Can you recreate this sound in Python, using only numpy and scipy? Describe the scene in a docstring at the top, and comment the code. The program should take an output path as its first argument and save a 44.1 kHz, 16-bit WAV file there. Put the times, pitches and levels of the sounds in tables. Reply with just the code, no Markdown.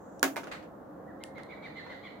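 """Peanut on the deck

A tossed peanut cracks onto a wooden deck, sets the boards booming and tumbles to rest; the house
wall answers. A squirrel snaps it up with dry clicks and patters away. A far, woodpecker-like bird
starts a run of hoarse, arched notes that echo in the trees, over a low outdoor rumble."""
import sys
import numpy as np
from scipy import signal
from scipy.fft import rfft, irfft, next_fast_len
from scipy.io import wavfile
from scipy.ndimage import map_coordinates

SR = 44100
rng = np.random.default_rng(int(sys.argv[2]) if len(sys.argv) > 2 else 0)


def master(y):
    """Save y as 16-bit WAV."""
    cut = np.clip(np.atleast_2d(y).T, -1, 1)
    pcm = np.round(cut * 32767)  # scale
    wavfile.write(sys.argv[1], SR, pcm.astype(np.int16))


N = 97020


def deck_knocks():
    """The peanut lands and tumbles, then paws patter; the softer contacts are duller than the first."""
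    # contacts: start_s, level_db, tilt_db_per_octave, echo_db, first_board_db, next_board_db, shell_ratio
    contacts = [(0.2284, -17.5, 0.5, -3, 0.5, -22, 0.97), (0.2481, -29.5, -13, -10, -12, -22.5, 1),
                (0.3595, -36.5, -3.5, -0.5, -9, 4, 1.15), (0.3654, -34, -2, 1, -17, 7, 0.53),
                (.3755, -39, -3, 2, -12, -21, 0.65), (.433, -42, -6, 5, -16, -15, 0.93),
                (0.4703, -41, -6, 3.5, -15, -12, 0.97), (0.626, -50.5, -7, 6.5, -2.5, -10, 1.1),
                (1.381, -46.5, -7, 4, -16, -13, 0.91), (1.864, -44.5, -11.5, 5, -12, -6, 0.63),
                (1.901, -41.5, -17.5, -8, -7, -1, 0.6)]
    low_cut = signal.butter(2, 110, "highpass", fs=SR, output="sos")
    t = np.arange(SR // 2) / SR
    out = np.zeros((2, N))
    for start_s, level_db, tilt, echo_db, first_db, next_db, shell_ratio in contacts:
        knock = shell_crack(t, shell_ratio) + board_boom(t, first_db, next_db) + deck_echo(t, echo_db)
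        knock = signal.sosfilt(low_cut, knock)
        # the tilt acts on the treble, from about 2 kHz up
        knock = filtered(knock, lambda hz: amp(tilt * np.log2(np.hypot(1, hz / 2000))))
        add(out, start_s, amp(level_db) * knock)
    return out


def shell_crack(t, pitch_ratio):
    """A contact cracks and rings hollow for an instant; the house wall throws it back."""
    # tone of the crack: freq_hz, level_db
    crack_tone = [(150, -20), (400, 3), (1600, 0.5), (1950, -8.5), (2900, -5.5), (4500, -2), (7000, -12),
                  (8500, -11.5), (12000, -8.5), (15500, -11.5)]
    # stereo spread of the crack: freq_hz, left_minus_right_db
    crack_pan = [(400, 0.5), (1800, -2), (4000, -0.5), (7000, 4), (9500, -9), (14000, -6.5)]
    # hollow modes of the shell on the board: base_pitch_hz, level_db, t60_s, left_minus_right_db
    shell_modes = [(915, -3.5, 0.0081, 1.5), (1506, 2, 0.016, -9), (1680, -3.5, 0.022, -5),
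                   (2290, -12, .012, -8), (7320, -5, 0.008, 8.5), (10350, -6.5, .005, -13)]
    # wall reflections: delay_s, level_db
    reflections = [(.0091, -11.5), (0.0137, -11.5)]
    attack_s = 0.0012
    attack = np.minimum(t / attack_s, 1) ** 2
    since_peak = np.maximum(t - attack_s, 0)
    burst = filtered(noise(crack_tone, len(t)), lambda hz: pan(along(crack_pan, hz)))
    direct = amp(4) * burst * attack * fade(since_peak, t60=0.01)
    for hz, db, t60, side_db in shell_modes:
        phase = 2 * np.pi * hz * pitch_ratio * (t - attack_s) + rng.normal(0, 0.5, (2, 1))
        direct += pan(side_db) * amp(db) * attack * fade(since_peak, t60) * np.sin(phase)
    out = direct.copy()
    for delay_s, db in reflections:
        add(out, delay_s, amp(db) * direct[::-1])  # left and right swap
    return out


def board_boom(t, first_db, next_db):
    """Two deck boards ring in decaying modes; the low ones bloom more slowly."""
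    # modes of the board the peanut lands on: pitch_hz, level_db, t60_s
    first_board = [(272.8, -6, 0.29), (306.5, -16, 0.43), (376, -11.5, .18), (663, -17.5, 0.27),
                   (760, -19, 0.23), (928, -15, 0.12), (1092, -15.5, 0.13), (1326, -17, 0.12),
                   (1445, -15, .13), (1665, -19.5, 0.12), (2092, -22, .12), (2226, -18.5, 0.089),
                   (4798, -25, .14), (6970, -26, .15)]
    # modes of the next board, where it tumbles: pitch_hz, level_db, t60_s
    next_board = [(610, -11, .12), (678, -10, .13), (915, -5.5, .14), (1495, -10, 0.1), (2103, -9.5, 0.11),
                  (2350, -9.5, 0.076), (2490, -13, .08)]
    attack_cycles = 3.4
    out = np.zeros((2, len(t)))
    for struck_db, modes in [(first_db, first_board), (next_db, next_board)]:
        for hz, db, t60 in modes:
            stereo_phase = rng.normal(0, 1, (2, 1)) * min(hz / 1500, 1)  # higher modes sound wider
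            envelope = rise(t, attack_cycles / hz) * fade(t, t60)
            out += pan(-2) * amp(db + struck_db) * envelope * np.sin(2 * np.pi * hz * t + stereo_phase)
    return out


def deck_echo(t, level_db):
    """Walls and deck scatter a knock into a short wash, each band dying at its own rate."""
    # tone of the wash: freq_hz, level_db
    echo_tone = [(120, -39.5), (250, -3), (450, -5), (900, -7.5), (1600, -7), (1950, -10), (2500, -10.5),
                 (3600, -14.5), (4800, -18), (7000, -17), (8500, -25), (15000, -24.5)]
    # its decay: freq_hz, t60_s
    echo_decay = [(250, 0.29), (1400, 0.21), (4000, 0.17), (12000, 0.25)]
    # its stereo spread: freq_hz, left_minus_right_db
    echo_pan = [(300, 5), (1800, -3), (3300, -1.5), (4700, 2.5), (7000, 2.5), (9000, -4), (14000, -1)]
    wash = filtered(noise(echo_tone, len(t)), lambda hz: pan(along(echo_pan, hz)))
    band_hz, frame_s, bands = signal.stft(wash, SR, nperseg=256)
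    bands *= fade(frame_s, along(echo_decay, band_hz)[:, None])
    tail = signal.istft(bands, SR, nperseg=256)[1][:, :len(t)]
    return amp(level_db - 4) * rise(t, 0.0038) * tail


def clicks():
    """Shell, teeth and claws make tiny dry snaps, each with one short ring and a faint echo."""
    # the snaps: start_s, level_db, ring_hz
    snaps = [(0.195, -43, 5850), (0.442, -45, 6120), (1.2377, -31.5, 3010), (1.4342, -47.5, 4120)]
    # tone of a snap: freq_hz, level_db
    snap_tone = [(1500, -26), (3000, -1), (6000, -3.5), (10500, -1.5), (12500, -20.5), (16000, -16)]
    t = np.arange(SR // 4) / SR
    echo = amp(-22) * rise(t, 0.012) * fade(t, t60=0.2)
    out = np.zeros((2, N))
    for start_s, level_db, ring_hz in snaps:
        snap = noise(snap_tone, len(t)) * (fade(t, t60=0.0067) + echo)
        ring = amp(6.5) * fade(t, t60=0.0044) * np.sin(2 * np.pi * ring_hz * t)
        add(out, start_s, amp(level_db) * rise(t, 0.0002) * (snap + ring))
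    return out


def far_knock():
    """One soft knock from farther off, nearly all echo."""
    # tone of the knock: freq_hz, level_db
    knock_tone = [(300, -10), (800, -0.5), (1300, 3.5), (2300, 2.5), (3000, -7.5), (4200, -6), (5500, -18),
                  (7500, -17), (10000, -28.5), (15000, -29)]
    t = np.arange(SR // 2) / SR
    knock = amp(-37) * noise(knock_tone, len(t)) * rise(t, 0.0032) * fade(t, t60=0.3)
    out = np.zeros((2, N))
    add(out, start_s=0.5125, sound=knock)
    return out


def bird():
    """Each note arches up, swells and drops under a hoarse overtone; the trees smear it into a tail."""
    # the run of notes: start_s, top_pitch_hz, level_db, hoarse_db, rasp_db, overtone_db
    notes = [(1.064, 1940, -54, -32, -45, -32), (1.198, 2150, -51, -19, -30, -22),
             (1.346, 2170, -47, -15, -36, -16), (1.484, 2270, -42.5, -19, -44, -26),
             (1.62, 2270, -41, -15, -38, -12), (1.751, 2130, -41.5, -14, -36, -10),
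             (1.884, 2120, -41.5, -14, -30, -16), (2.025, 2280, -45, -14, -20, -9)]
    # hoarse hiss of the upper voice: freq_hz, level_db
    hoarse_tone = [(900, -8.5), (1400, 6.5), (2500, -5.5), (3100, -3.5), (3900, 3.5), (4350, -8.5),
                   (4600, -5), (5100, -20), (7200, -20), (8500, -33), (12000, -33)]
    note_s, crest = 0.056, 0.399  # the pitch tops out this far through the note
    climb, drop, jitter = 0.1392, 0.225, 0.0279  # fractions of the pitch
    ring_hz, ring_width_hz, flutter_db = 4160, 51, 2
    t = np.arange(SR // 2) / SR
    progress = np.minimum(t / note_s, 1)
    upswing = 1 - climb * (1 - progress / crest) ** 2
    downswing = 1 - drop * ((progress - crest) / (1 - crest)) ** 2
    arch = np.where(progress < crest, upswing, downswing)
    envelope = np.sqrt(np.abs(np.sin(np.pi * progress)))
    swell = amp(10.4 * (progress - 1.5))
    out = np.zeros((2, N))
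    for start_s, top_hz, level_db, hoarse_db, rasp_db, overtone_db in notes:
        pitch_hz = top_hz * arch * (1 + jitter * wobble(521.6, len(t)))
        phase = 2 * np.pi * np.cumsum(pitch_hz) / SR
        flutter = amp(flutter_db * wobble(237, len(t)))
        rasp = amp(rasp_db) * (np.sin(phase / 2) + np.sin(1.5 * phase))
        voice = pan(-4.5) * envelope * flutter * (swell * np.sin(phase) + rasp)
        # a narrow resonance picks out the octave
        octave = envelope * np.sin(2 * phase)
        overtone = filtered(octave, lambda hz: 1 / (1 + 2j * (hz - ring_hz) / ring_width_hz))
        hoarse = amp(hoarse_db - 3) * envelope * noise(hoarse_tone, len(t))
        upper = pan(1) * (amp(overtone_db) * overtone + hoarse)
        note = amp(6) * voice + amp(0.5) * upper + amp(7) * tree_echo(t, voice + upper)
        add(out, start_s, amp(level_db) * note)
    return out


def tree_echo(t, call):
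    """The trees scatter a call into a dense, fading tail."""
    scatter = rng.standard_normal((2, len(t))) * fade(t, t60=0.62)
    return signal.fftconvolve(call, scatter / np.linalg.norm(scatter[0]), axes=1)[:, :len(t)]


def outdoor_rumble():
    """A low, gently swaying rumble, near the centre in the bass and wider above, with narrow hums."""
    # tone of the rumble before its treble roll-off: freq_hz, level_db
    rumble_tone = [(15, -61), (25, -32.5), (85, -12.5), (118, -14.5), (147, -8.5), (204, -7.5), (252, -7.5),
                   (307, -4.5), (338, -8), (372, -11.5), (528, -6.5), (826, -12), (965, -16.5), (1040, -15),
                   (2600, -35), (3380, -85.5), (5720, -120)]
    # how alike its two sides are: freq_hz, correlation
    likeness = [(100, 0.94), (300, 0.71), (700, 0.29), (1500, .3)]
    # hums in the rumble: pitch_hz, width_hz, level_db
    hum_bands = [(208.4, 7, -61.5), (300, 19, -61), (534.6, 5.3, -61.5)]
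    rolloff_hz = 1860

    def mid_side_gains(hz):
        """Split each band into centre and width, and roll off the treble."""
        angle = np.arccos(np.clip(along(likeness, hz), -1, 1)) / 2
        return np.array([np.cos(angle), np.sin(angle)]) / np.hypot(1, (hz / rolloff_hz) ** 8)

    mid, side = filtered(noise(rumble_tone, N), mid_side_gains)
    sway_db = wobble(10, N)
    rumble = pan(-1) * amp(-47.5 + sway_db) * unit(np.array([mid + side, mid - side]))
    hums = sum(amp(db) * noise_band(hz, width_hz, channels=1) for hz, width_hz, db in hum_bands)
    return rumble + hums


def far_whistle():
    """A thin, breathy whistle swells and fades at the very start."""
    peak_s, swell_s = 0.12, 0.19
    swell = np.exp(-((np.arange(N) / SR - peak_s) / swell_s) ** 2)
    return amp(-73) * swell * noise_band(centre_hz=6900, width_hz=780, channels=2)


def faint_hiss():
    """A steady hiss far beneath everything."""
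    # tone of the hiss: freq_hz, level_db
    hiss_tone = [(500, 3), (2500, 1), (5000, -5), (7000, -3), (9500, -8.5), (13000, -1), (16000, -5)]
    return amp(-74.5) * noise(hiss_tone, N)


def amp(db):
    """Decibels to gain."""
    return 10 ** (np.asarray(db) / 20)


def unit(x):
    """Scale to rms 1."""
    return x / np.sqrt(np.mean(x ** 2) + 1e-20)


def along(points, hz):
    """Read a curve of (freq_hz, value) points on a log frequency axis."""
    freqs, values = np.transpose(points)
    return np.interp(np.log(hz + 1), np.log(freqs + 1), values)


def pan(db):
    """Left and right gains for a level difference; positive leans left."""
    return amp(np.array([[0.5], [-0.5]]) * db)


def filtered(x, response):
    """Shape x with a gain given as a function of frequency."""
    size = x.shape[-1]
    padded = next_fast_len(size + 8192)
    return irfft(rfft(x, padded) * response(np.fft.rfftfreq(padded, 1 / SR)), padded)[..., :size]


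def noise(spectrum, size):
    """Coloured noise of rms 1, unrelated left and right."""
    return unit(filtered(rng.standard_normal((2, size)), lambda hz: amp(along(spectrum, hz))))


def noise_band(centre_hz, width_hz, channels):
    """A narrow band of noise of rms 1."""
    white = rng.standard_normal((channels, N))
    return unit(filtered(white, lambda hz: np.exp(-((hz - centre_hz) / width_hz) ** 2 / 2)))


def wobble(rate, size):
    """A smooth random curve, rate knots a second."""
    return map_coordinates(rng.standard_normal(2048), [np.arange(size) * rate / SR + 2], mode="wrap")


def fade(t, t60):
    """Exponential decay, 60 dB down after t60 seconds."""
    return np.exp(-np.log(1000) * t / t60)


def rise(t, seconds):
    """Soft attack."""
    return 1 - np.exp(-t / seconds)


def add(track, start_s, sound):
    """Mix a sound into the track at start_s."""
    part = track[:, round(start_s * SR):][:, :sound.shape[-1]]
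    part += sound[..., :part.shape[1]]


def scene():
    """The deck up close, the bird beyond it and the outdoor bed underneath."""
    return deck_knocks() + far_knock() + clicks() + bird() + outdoor_rumble() + far_whistle() + faint_hiss()


def record(dry):
    """A steep high cut takes off the very top of the treble."""
    top_hz, slope_hz = 16300, 600
    return filtered(dry, lambda hz: np.clip((top_hz - hz) / slope_hz, 0, 1))


dry = scene()
out = record(dry)
master(out)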